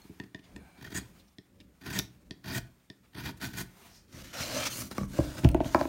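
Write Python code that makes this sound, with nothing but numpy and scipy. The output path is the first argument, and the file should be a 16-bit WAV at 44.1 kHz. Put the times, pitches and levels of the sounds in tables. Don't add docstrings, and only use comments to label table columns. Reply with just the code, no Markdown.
import sys
import numpy as np
from scipy import signal
from scipy.fft import rfft, irfft, next_fast_len
from scipy.io import wavfile
from scipy.ndimage import uniform_filter1d, map_coordinates

SR = 44100
rng = np.random.default_rng(int(sys.argv[2]) if len(sys.argv) > 2 else 0)


def to_wav(s):
    ch = np.atleast_2d(s).T
    pcm = np.round(np.clip(ch, -1, 1) * 32767)
    wavfile.write(sys.argv[1], SR, pcm.astype(np.int16))


def makeup_ratio(level_db):
    decades = np.asarray(level_db, float) / 20
    return 10 ** decades


N = 259308

# pitch_hz, density_db
RUMBLE = [(13, -68), (26, -25), (54, -1.5), (106, -11), (140, -14.5), (178, -5.5), (204, -9.5),
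          (425, -22.5), (600, -21.5), (780, -91), (1320, -120)]
# pitch_hz, density_db
RUSTLE = [(240, -18), (400, 2.5), (504, -36.5), (655, -1), (1730, -4.5), (2250, -4.5), (3010, -8),
          (5930, -11), (7710, -10), (14700, -14), (15900, -12)]
# time_s, rustle_db
HAND = [(0.0, -65), (0.06, -65.5), (0.38, -75.5), (0.55, -71), (0.75, -70), (1.08, -65.5), (1.32, -74),
        (1.4, -76.5), (1.58, -75), (2.08, -74.5), (2.15, -72), (2.3, -76), (2.68, -72), (2.95, -76.5),
        (3.7, -67.5), (3.86, -58.5), (3.94, -67), (4.13, -79)]
# pitch_hz, t60_s
ROOM = [(100, 0.5), (1000, 0.31), (5000, 0.25), (14000, 0.19)]
# pitch_hz, width_hz, depth (0-1)
NOTCHES = [(8, 18, 0.4), (54.6, 12, 0.7), (7750, 570, 0.41), (10450, 880, 0.5)]
RUMBLE_DB, RUMBLE_FOLLOWS = -63, 0.45
STILL_DB, QUIET_AIR_DB = -72, -88

# centre_s, length_s, level_db,
# pitch_hz
SCUFFS = [(7.1, .006, -51, 3200), (5.57, 0.024, -58, 1700), (5.615, .012, -53, 2200),
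          (0.49, 0.054, -68, 710), (0.46, 0.015, -70, 2200), (1.205, 0.015, -67, 3900),
          (1.285, 0.0067, -70, 5300), (1.609, 0.0082, -59.5, 2700), (3.051, 0.016, -69, 1300),
          (3.967, 0.058, -62, 5250),
          (.24, .004, -60, 2300), (.24, .004, -66, 4200), (.395, .005, -64, 3000),
           (2.321, .006, -59, 4400), (.359, .005, -64, 3500), (.564, .004, -59, 7500),
           (.445, .012, -61, 2700), (5.435, .003, -49, 2200)]
# centre_s, length_s, level_db, pitch_hz
CATCHES = [(1.012, .007, -61, 4300), (4.345, .015, -50, 2850), (4.39, .05, -48, 1400),
           (4.4, .025, -48, 3500), (4.41, .04, -50, 2700), (4.395, .03, -46, 3950), (4.44, .02, -43, 4150),
           (4.43, .012, -45, 2200), (4.51, .025, -47, 4250), (4.58, .02, -49, 5100),
           (4.555, .015, -43, 5900), (4.58, .018, -44, 6200), (4.62, .04, -48, 2370),
           (4.62, .03, -47, 1300), (4.6, .04, -48, 3100), (4.67, .012, -41, 5700), (4.67, .012, -42, 6300),
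           (4.718, .018, -46, 6250), (4.735, .03, -48, 4250), (4.72, .018, -49, 3050),
           (4.76, .015, -49, 6400), (4.815, .015, -49, 4750), (4.79, 0.043, -56, 9000),
           (4.5, .03, -44, 600), (4.6, .04, -45, 700)]
# centre_s, length_s, level_db, pitch_hz
BITES = [(.85, .008, -52, 1850), (.87, .008, -53, 1500), (.97, .02, -44, 1810), (1.864, .006, -46, 1450),
         (1.91, .012, -49, 1550), (1.955, .01, -41, 1840), (1.972, .009, -41, 1600), (1.96, .02, -46, 6600),
         (2.51, .015, -50, 4900), (2.56, .025, -47, 1850), (2.565, .02, -50, 6500), (.965, .018, -43, 6870),
         (.97, .015, -46, 6300), (1.985, .018, -42, 390)]
SCUFF_WIDTH_HZ, CATCH_WIDTH_HZ = 1100, 150

# pitch_hz, width_hz, level_db
SKIMMED = [(1560, 110, -2), (2320, 59, 1), (4120, 60, -9), (735, 120, 1), (8300, 100, -17)]
GLIDE_S, GLIDE_LASTS_S, GLIDE_FADE_S, GLIDE_DB = .53, .25, .025, -63.5
WHISTLE_HZ, WHISTLE_FALLS_HZ_PER_S, WHISTLE_DB = 9950, 3300, -77

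# start_s, length_s, rub_start_db, rub_end_db, hum_over_rub_db
SLIDES = [
    (4.083, 0.053, -72.5, -62, -15),
    (4.126, 0.094, -59, -51.5, -8.5),
    (4.241, 0.083, -51, -57.5, -15),
    (4.335, 0.2, -46, -40.5, -4),
    (4.402, 0.037, -40.5, -40, -6.5),
    (4.472, 0.106, -46.5, -37, -2),
    (4.576, 0.068, -39.5, -38, -5),
    (4.656, 0.019, -34, -33.5, -13),
]
# start_s, length_s, rub_start_db, rub_end_db, hum_over_rub_db
TIPPING = [
    (4.702, 0.12, -50, -47, -9),
    (4.835, 0.04, -57.5, -56.5, -8),
]
# start_s, length_s, rub_start_db, rub_end_db, hum_over_rub_db
PALMS = [(4.915, 0.013, -45.5, -52.5, -17), (4.95, 0.037, -55.5, -50, -4), (5.0, 0.054, -52.5, -61.5, -8),
         (5.08, 0.058, -66, -55, -7), (5.139, 0.048, -53, -46, 0), (5.197, 0.28, -49, -58.5, -0.5),
         (5.369, 0.019, -52, -42.5, -7), (5.42, 0.1, -67, -76.5, 26), (5.448, 0.0095, -41.5, -58, 10),
         (5.55, .07, -80, -76, -8), (5.635, 0.024, -58, -49, 11), (5.665, 0.092, -50, -49.5, -11),
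         (5.756, 0.028, -49, -57, -16), (5.79, 0.021, -50.5, -48.5, 13), (5.82, 0.06, -49.5, -57.5, -6)]
# pitch_hz, density_db
RUB = [(410, -41), (700, -5), (1000, 2), (1340, 4.5), (1940, 4), (2150, 3.5), (6010, 0), (8000, -11),
       (10400, -75), (17600, -120)]
# pitch_hz, density_db
SKIN = [(530, -35), (900, -2.5), (1260, -6.5), (1490, -2), (1940, -9), (3890, -9), (8000, -19.5),
        (10400, -62), (17600, -120)]
# pitch_hz, density_db
HISS = [(3800, -18.5), (6500, -3.5), (7800, -4.5), (9300, -2.5), (10400, -4), (11400, -4.5), (12700, -5.5),
        (14500, -7), (16500, -7)]
# pitch_hz, width_hz, level_db
HUM = [(526, 71, 4), (611, 49, 8), (663, 76, 2.5), (1336, 52, -40)]
# pitch_hz, width_hz, level_db
TABLE = [(39.3, 6, -5), (64.3, 8.1, 2), (124.2, 33.2, 4), (197, 53, 1), (270, 72, -1), (384, 116, -8.5)]
FLAT, ON_EDGE, IN_HAND = (-5.5, -4.5), (1, 6.2), (0.58, -6)
GRIP_DB_PER_S, STOP_DB_PER_S = 1600, 795
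FIRM_DB = -45
STREAK_SLANT = .12
BENDS_DB = -8.5
STEP = 32

# start_s, upper_db, then low_over_db, table_over_db, stiff_over_db
KNOCKS = [
    (5.435, -35, 9, 6, -4),
    (5.447, -19.5, 7.5, 7.5, -8.5),
    (5.463, -37, 8, 10, -15),
    (5.476, -42, 10, 2, -13),
    (5.494, -41, 1, -15, -3),
    (5.654, -39.5, 5, 6, -20),
]
# start_s, upper_db, then low_over_db, table_over_db, stiff_over_db
EDGE_KNOCKS = [
    (4.138, -57.5, 0, 11, -1),
    (4.163, -60, 7, 10.5, -8),
    (4.186, -61, 6, 12, -11),
    (4.215, -61, 8, 11, -9),
    (4.401, -39, -17, -1, -17),
    (4.82, -47.5, 12, 5, 4),
    (4.911, -37, 0.5, -17, -11),
    (4.981, -30.5, 8, -7, 2.5),
    (5.011, -43, 15, 9, -2),
    (5.032, -51, 19, 18, 10),
]
# start_s, upper_db, then low_over_db, table_over_db, stiff_over_db
GRIPPED = [
    (5.1865, -17, 2, -7, -17.5),
    (5.202, -39, -17, 5, -2),
]
# start_s, upper_db, then low_over_db, table_over_db, stiff_over_db
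CORNERED = [
    (5.545, -17, -1, -17, -12.5),
    (5.5495, -24, 5.5, -29, -26),
    (5.603, -16.5, -4, -23, -16.5),
    (5.6075, -26, -1, -31, -15),
]
# start_s, upper_db, then low_over_db, table_over_db, stiff_over_db
PATTED = [
    (5.7455, -13, -2, -20, 0.5),
    (5.757, -34.5, 12.5, -6, 7),
    (5.8103, -20, -4, -18.5, -3.5),
    (5.8522, -32, 9, -39, -3),
]
# pitch_hz, width_hz, level_db
BOARD_LOW = [(273, 61, -8), (363, 170, -21.5)]
# pitch_hz, width_hz, level_db
BOARD = [(600, 180, 6), (670, 36, 13.5), (856, 46, 10)]
# pitch_hz, width_hz, level_db
STIFF = [(920, 45, -2), (1360, 27, 0), (1420, 340, -4.5), (2400, 230, -6)]
# pitch_hz, width_hz, level_db
TILTED_LOW = [(196.3, 10.5, 5), (277, 104, -5)]
# pitch_hz, width_hz, level_db
TILTED = [(630, 490, 4), (834, 61, 7)]
# pitch_hz, width_hz, level_db
TILTED_STIFF = [(1146, 95, 4), (2080, 140, -8), (2240, 100, -3)]
# pitch_hz, width_hz, level_db
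GRIPPED_MODES = [
    [(310, 92, 0)],
    [(584, 160, 7), (800, 180, -9)],
    [(1050, 210, 6), (1550, 200, -14)],
]
CORNERED_MODES = [
    [(317, 230, 0)],
    [(630, 275, 4.5), (890, 360, -6)],
    [(990, 260, -1.5), (1480, 190, -2), (1990, 180, -5), (2560, 190, -8)],
]
PATTED_MODES = [
    [(298, 157, 0)],
    [(620, 180, -2), (817, 125, -6)],
    [(996, 174, 4.5), (1318, 100, -4.5), (1610, 360, -5), (2335, 260, -9.5)],
]
HARD_CONTACT_MS, SOFTENS_MS_PER_DB = .2, .0075
ROCK_S, ROCK_FULL_DB = 0.0051, 3.5
GLANCE_S = -.0002
# start_s, peak_db, pitch_hz, crack_over_peak_db
CLICKS = [(1.9895, -12.5, 5640, -5), (1.9886, -18, 3800, -3), (1.994, -21, 3900, -16),
          (4.135, -58, 4400, -8), (4.9122, -30, 5070, -10), (4.9804, -27, 5600, -5),
          (5.033, -38, 6140, -17), (5.4335, -44, 3300, -13), (5.4421, -33, 3030, 1.5),
          (5.446, -16.5, 2830, -26), (5.453, -34, 5500, -8), (5.4886, -26, 2650, -2),
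          (5.5138, -37, 8500, -7), (5.5158, -44, 5500, 2), (5.5348, -50, 8300, -8), (5.5451, -25, 2770, -7),
          (5.6033, -32, 3000, -17), (5.645, -30, 2840, -24), (5.7459, -21, 4650, -10.5),
          (5.811, -29, 4500, -31), (5.8524, -36, 2400, -30)]

# start_s, peak_db, thump_over_peak_db
TAPS_LOW = [(0.05, -63.5, 18), (0.096, -56.5, 18), (.108, -62.5, 22), (0.1997, -21, -11.5), (.214, -63, 9),
            (0.236, -37.5, -4), (.262, -60, 12), (0.3466, -22.5, -13.5), (0.3916, -39.5, -8),
            (0.5623, -27, -12), (0.781, -62, -16), (0.8242, -35, -18), (0.846, -61, -24),
            (0.8694, -48, -18), (0.903, -47, -20), (1.813, -58, -12), (1.835, -38, -7), (2.4436, -39, -22),
            (3.151, -32.5, -8)]
# start_s, peak_db, thump_over_peak_db
TAPS_STEEP = [
    (1.3844, -34, -6.5),
    (1.6025, -40, -14),
    (2.3089, -24.5, -10),
    (2.9006, -31, -9),
    (3.4134, -30, -29),
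]
# start_s, peak_db, thump_over_peak_db
TAPS_BURIED = [
    (0.9268, -33, -7),
    (0.9484, -18.5, -19.5),
    (1.8622, -33, -20),
]
# start_s, peak_db, thump_over_peak_db
TAPS_CHIPPING = [
    (1.9894, -27, 0.5),
    (1.9956, -22.5, -15),
]
BLADE_RINGS_DB = [-3, 7, -31, 10]
# delay_s, level_db
CHATTER = [
    (0, -1),
    (.0006, -6),
    (.0013, -4.5),
    (0.0118, -22),
]
# pitch_hz, width_hz, level_db
TIP = [(632, 43, 1.5), (980, 56, 1.5), (1440, 78, -16), (1824, 92, 6.5), (2570, 360, -7)]
# pitch_hz, width_hz, level_db
BLADE = [(2770, 350, -9), (3530, 330, 3.5), (4420, 360, -1), (5100, 340, 0), (6500, 630, -2),
         (8700, 1700, -8)]
# pitch_hz, width_hz, level_db
BLADE_STEEP = [(3400, 450, -2), (4080, 570, -1.5), (4650, 360, 0), (5300, 460, -1.5), (6300, 650, -9),
               (9200, 1700, -8.5)]
# pitch_hz, width_hz, level_db
THUMP = [(70, 36, -8.5), (123.6, 15, 3), (188, 27, 0), (290, 28, 2.5), (368, 31, -6), (413, 24, -6.5)]
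# pitch_hz, width_hz, level_db
FERRULE = [(4270, 23, 0), (6450, 99, -9)]

# start_s, length_s, force_start_db, force_end_db, hiss_over_force_db
STROKES = [(.777, 0.035, -61.5, -61, -16), (.812, 0.0082, -51.5, -55, -3), (.824, 0.0059, -48, -52.5, 0),
           (.847, 0.014, -47.5, -59, -2), (.862, 0.023, -52.5, -55, -3), (.905, 0.0073, -48.5, -57, 1),
           (.919, 0.0097, -46.5, -46.5, -2), (.947, 0.027, -40, -39, -0.5), (.973, 0.013, -38, -41.5, 4),
           (.995, 0.065, -55, -68, -30), (1.813, 0.013, -57.5, -56.5, -3.5),
           (1.836, 0.018, -55.5, -49.5, -2), (1.861, 0.031, -43, -44.5, -3),
           (1.902, 0.022, -42.5, -48.5, 0), (1.927, 0.024, -42.5, -41.5, -3), (1.952, 0.022, -37, -35, -1),
           (1.976, 0.019, -49, -39.5, 5.5), (2.443, 0.0067, -49.5, -52, -6),
           (2.458, 0.072, -43.5, -41.5, -3.5), (2.52, 0.033, -42, -36.5, 1.5),
           (2.555, 0.028, -38.5, -40, 1.5), (3.134, 0.0053, -61, -66, -9), (3.149, 0.0069, -48, -51, -13),
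           (3.165, 0.031, -46.5, -42.5, -21), (3.195, 0.041, -44.5, -52, -2),
           (3.236, 0.02, -46.5, -40, -2.5), (3.258, 0.042, -35.5, -43.5, -5.5),
           (3.298, 0.023, -45, -57, -0.5), (3.372, 0.014, -62.5, -67, 4.5), (3.402, 0.0075, -52, -51, -3),
           (3.415, 0.04, -41.5, -40.5, -0.5), (3.46, 0.08, -45, -61.5, 1.5),
           (3.535, 0.063, -47.5, -50, 1.5), (3.562, 0.031, -49.5, -41.5, 5), (3.59, 0.018, -48, -40.5, 5.5),
           (3.612, 0.029, -40, -64, 5.5)]
# centre_s, length_s, over_cut_db
SINGS = [
    (0.97, 0.031, 2.5),
    (1.95, 0.028, -4),
    (2.56, 0.028, -7),
    (3.27, 0.021, -15),
    (3.43, .03, -24),
    (3.608, .03, -28),
]
# pitch_hz, width_hz, level_db
BLOCK = [(644, 47, -8), (990, 140, -5), (1476, 79, -5), (1842, 102, -1), (2425, 98, -9), (3220, 240, -7),
         (3790, 530, -18.5), (4600, 180, -6.5), (6900, 82, -43), (8100, 5400, -23)]
# pitch_hz, width_hz, level_db
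EDGE = [(4860, 330, -8), (6830, 210, 3), (8050, 450, -1.5), (9440, 230, -3), (15300, 220, -13)]
BITE_DB_PER_S, LIFT_DB_PER_S = 2602, 1700
CUT_SHAKE_DB, CUT_SHAKE_LAGS = 3, 0.18


def unit(x):
    return x / np.sqrt(np.mean(x ** 2) + 1e-20)


def along(points, hz):
    f, v = np.transpose(points)
    return np.interp(np.log(hz + 1), np.log(f + 1), v)


def wobble(rate):
    knots = rng.standard_normal(int(N * rate / SR) + 4)
    return map_coordinates(knots, [np.arange(N) * rate / SR])


def swell(s, length):
    return np.exp(-((np.arange(N) / SR - s) / length) ** 2)


def resonance(f, centre, width):
    return 1j * f * width / (centre * centre - f * f + 1j * f * width)


def filtered(x, response):
    m = next_fast_len(N + SR // 2)
    return irfft(rfft(x, m) * response(np.fft.rfftfreq(m, 1 / SR)), m)[:N]


def ring(x, modes, order=1):
    def gain(f):
        return sum((-1) ** k * makeup_ratio(db) * resonance(f, centre, width) ** order
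                   for k, (centre, width, db) in enumerate(modes))
    return filtered(x, gain) / np.sqrt(np.mean(np.abs(gain(np.arange(SR // 2))) ** 2))


def tint(x, spectrum):
    def gain(f):
        return makeup_ratio(along(spectrum, f))
    return filtered(x, gain) / np.sqrt(np.mean(gain(np.arange(SR // 2)) ** 2))


def grit(slow_db, fast_db, fast_rate, patchy_db, slant=0):
    z = signal.stft(rng.standard_normal(N), nperseg=512)[2]
    field = uniform_filter1d(rng.standard_normal(z.shape), size=2, axis=0)
    field = uniform_filter1d(field, size=18, axis=1)
    bins, frames = np.indices(z.shape)
    field = field[(bins - (slant * frames).astype(int)) % len(z), frames]
    noise = signal.istft(z * makeup_ratio(patchy_db * unit(field)), nperseg=512)[1][:N]
    return unit(makeup_ratio(slow_db * wobble(45) + fast_db * wobble(fast_rate)) * noise)


def pushes(times, levels_db, contact_ms):
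    out, t = np.zeros(N + 2048), np.arange(1, 2049) / SR
    for s, db, ms in zip(times, levels_db, np.broadcast_to(contact_ms, len(times))):
        u = t * 1000 / np.clip(ms, .02, 4)
        shape = u * u * np.exp(-2 * u)
        out[round(s * SR):][:len(t)] += makeup_ratio(db) * shape / shape.sum()
    return out[:N]


def snaps(rate, size_db, die_s):
    breaks = (rng.random(N) < rate / SR) * makeup_ratio(size_db + 2.5 * rng.standard_normal(N))
    return 1 + signal.lfilter([1], [1, -np.exp(-1 / (die_s * SR))], breaks)


def efforts(rows, rise_db_per_s, fall_db_per_s):
    t = np.arange(0, N, STEP) / SR
    levels = []
    for s, length, a, b, *_ in rows:
        end = s + length
        corners = [s - (a + 120) / rise_db_per_s, s, end, end + (b + 120) / fall_db_per_s]
        levels.append(np.interp(t, corners, [-120, a, b, -120]))
    strongest = np.argmax(levels, axis=0)
    more = uniform_filter1d(np.transpose(rows)[4:, strongest], size=12, axis=1)
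    return [np.interp(np.arange(N) / SR, t, v) for v in [np.max(levels, axis=0), *more]]


def scuffs(rows, width_hz, noise):
    out = np.zeros(N)
    for s, length, db, hz in rows:
        near = slice(max(round((s - 3 * length) * SR), 0), round((s + 3 * length + .03) * SR))
        touch = makeup_ratio(db) * swell(s, length)[near] * noise[near]
        out[near] += signal.lfilter(*signal.iirpeak(hz, hz / width_hz, SR), touch)
    return out * np.sqrt(SR / np.pi / width_hz)


def room(x):
    hz, t, z = signal.stft(rng.standard_normal(SR // 2), SR, nperseg=256)
    tail = signal.istft(z * makeup_ratio(-60 * t / along(ROOM, hz)[:, None]), SR, nperseg=256)[1]
    return signal.fftconvolve(np.pad(x, (160, 0)), tail / np.linalg.norm(tail))[:N]


def hand():
    rustle_db = np.interp(np.arange(N) / SR, *np.transpose(HAND))
    rumble_db = RUMBLE_DB + RUMBLE_FOLLOWS * (rustle_db - STILL_DB) + 3.6 * wobble(6.9)
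    skin = grit(slow_db=1.2, fast_db=0, fast_rate=120, patchy_db=1.5)
    air = makeup_ratio(QUIET_AIR_DB) * rng.standard_normal(N)
    rustle = tint(makeup_ratio(rustle_db + 3.5) * skin + air, RUSTLE)
    touches = scuffs(SCUFFS, SCUFF_WIDTH_HZ, skin) + scuffs(CATCHES + BITES, CATCH_WIDTH_HZ, skin)
    return rustle + touches + tint(makeup_ratio(rumble_db) * rng.standard_normal(N), RUMBLE)


def glide():
    t = np.arange(N) / SR
    corners = GLIDE_S + np.array([0, 3 * GLIDE_FADE_S, GLIDE_LASTS_S, GLIDE_LASTS_S + GLIDE_FADE_S])
    touch = np.interp(t, corners, [0, 1, 1, 0])
    hz = WHISTLE_HZ - WHISTLE_FALLS_HZ_PER_S * (t - GLIDE_S)
    whistle = makeup_ratio(WHISTLE_DB) * wobble(150) * np.sin(2 * np.pi * np.cumsum(hz) / SR)
    skim = makeup_ratio(GLIDE_DB + 1.8 * wobble(39.3)) * touch * rng.standard_normal(N)
    return ring(skim, SKIMMED) + touch ** 3 * whistle


def drag(rows, spectrum, shake_lags, hiss_lags):
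    db, hum_db, table_db, hiss_db = efforts(rows, GRIP_DB_PER_S, STOP_DB_PER_S)
    table_db = table_db - shake_lags * (db - FIRM_DB)
    hiss_db = hiss_db - hiss_lags * (db - FIRM_DB)
    rub = makeup_ratio(db) * grit(slow_db=.7, fast_db=1, fast_rate=300, patchy_db=2.2, slant=STREAK_SLANT)
    shake = ring(makeup_ratio(table_db) * rub, TABLE + BOARD_LOW)
    bend = ring(makeup_ratio(hum_db + BENDS_DB) * rub, BOARD_LOW)
    hum = ring(makeup_ratio(hum_db + 1.0) * rub, HUM)
    return tint(rub, spectrum) + hum + shake + bend + tint(makeup_ratio(hiss_db) * rub, HISS)


def knocks(rows, low_modes, upper_modes, stiff_modes, order=1):
    s, db, low_db, table_db, stiff_db = np.transpose(rows)
    ms = HARD_CONTACT_MS - SOFTENS_MS_PER_DB * stiff_db
    s = s + 0.00107
    loaded = s + GLANCE_S * (order - 1)
    rocked = loaded + ROCK_S * np.clip(-low_db / ROCK_FULL_DB, 0, 1)
    low = ring(pushes(rocked, db + low_db + 21.5, contact_ms=0.33), low_modes, 2 * order - 1)
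    upper = ring(pushes(loaded, db + 22.0, ms), upper_modes, 2 * order - 1)
    stiff = ring(pushes(loaded, db + stiff_db + 21.0, ms / 2), stiff_modes, order)
    table = ring(pushes(s, db + table_db + 35.0, contact_ms=1.68), TABLE)
    return (-1) ** (order - 1) * (low + upper + stiff) - table


def clicks():
    out, t = np.zeros(N + 512), np.arange(512) / SR
    crack = signal.lfilter([1, 0, -1], [1], rng.standard_normal((len(CLICKS), 512))) * makeup_ratio(-60 * t / 0.006)
    for (s, db, hz, top_db), noise in zip(CLICKS, crack):
        tone = np.sin(2 * np.pi * hz * t) * makeup_ratio(-60 * t / 0.0039) * np.minimum(t / 0.0001, 1)
        out[round((s + .0007) * SR):][:512] += makeup_ratio(db) * (tone + makeup_ratio(top_db - 6.5) * noise)
    return out[:N]


def taps():
    out = ring(pushes([.018, 5.505, 5.517], [-33, -24, -26], contact_ms=[0.012, .09, .09]), FERRULE)
    holds = [TAPS_LOW, TAPS_STEEP, TAPS_BURIED, TAPS_CHIPPING]
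    blades = [BLADE, BLADE_STEEP, BLADE, BLADE]
    for rows, blade_modes, blade_db in zip(holds, blades, BLADE_RINGS_DB):
        s, db, thump_db = np.transpose(rows)
        wood, steel = np.zeros((2, N))
        for later, skip_db in CHATTER:
            when = s + later * rng.uniform(.85, 1.3, len(s))
            size_db = db + rng.normal(skip_db, 0.54, len(s))
            wood += pushes(when, size_db + 2.5, contact_ms=0.053)
            steel += pushes(when, size_db + blade_db + 6.5, contact_ms=0.064)
        thump = ring(pushes(s - .001, db + thump_db + 22.5, contact_ms=0.2), THUMP)
        out = out + ring(wood, TIP) + ring(steel, blade_modes) + thump
    return out


def gouge():
    db, hiss_db = efforts(STROKES, BITE_DB_PER_S, LIFT_DB_PER_S)
    table_db = CUT_SHAKE_DB - CUT_SHAKE_LAGS * (db - FIRM_DB)
    force = makeup_ratio(db) * unit(snaps(rate=220, size_db=-8, die_s=.002))
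    tear = force * grit(slow_db=1.5, fast_db=0.8, fast_rate=280, patchy_db=1.5)
    broad = makeup_ratio(-6.5) * tint(tear, RUB)
    singing = sum(makeup_ratio(over_db) * swell(s, length) for s, length, over_db in SINGS)
    sing = ring(singing * tear, EDGE)
    shake = ring(makeup_ratio(table_db - 0.5) * force * rng.standard_normal(N), TABLE)
    hiss = tint(makeup_ratio(hiss_db - 3.5) * tear, HISS)
    return ring(tear, BLOCK) + broad + shake + sing + hiss


def scene():
    cut, tap = gouge(), taps() + clicks()
    on_table = [(*row, *FLAT) for row in SLIDES] + [(*row, *ON_EDGE) for row in TIPPING]
    in_hand = [(*row, *IN_HAND) for row in PALMS]
    slide = drag(on_table, RUB, shake_lags=0.38, hiss_lags=0.033)
    slide = slide + drag(in_hand, SKIN, shake_lags=0.53, hiss_lags=0.45)
    hit = knocks(KNOCKS, BOARD_LOW, BOARD, STIFF)
    hit = hit + knocks(EDGE_KNOCKS, TILTED_LOW, TILTED, TILTED_STIFF)
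    for rows, modes in [(GRIPPED, GRIPPED_MODES), (CORNERED, CORNERED_MODES), (PATTED, PATTED_MODES)]:
        hit = hit + knocks(rows, *modes, order=2)
    wet = makeup_ratio(-13) * room(cut + slide) + makeup_ratio(-12.0) * room(tap) + makeup_ratio(-11.5) * room(hit)
    return (cut + tap + slide + hit + wet + hand() + glide())[None]


def band_limit(x):
    return signal.sosfilt(signal.butter(12, 16670, fs=SR, output="sos"), x)


def record(dry):
    def response(f):
        dips = np.prod([1 - min(depth, 1) * resonance(f, hz, width) for hz, width, depth in NOTCHES], axis=0)
        return dips * np.where(f < 15850, 1, makeup_ratio(-28)) * (f < 16550)
    x = filtered(dry[0], response)
    x = x / (1 + np.abs(x / .5) ** 4) ** (1 / 4)
    return band_limit(x[None])


dry = scene()
out = record(dry)
to_wav(out)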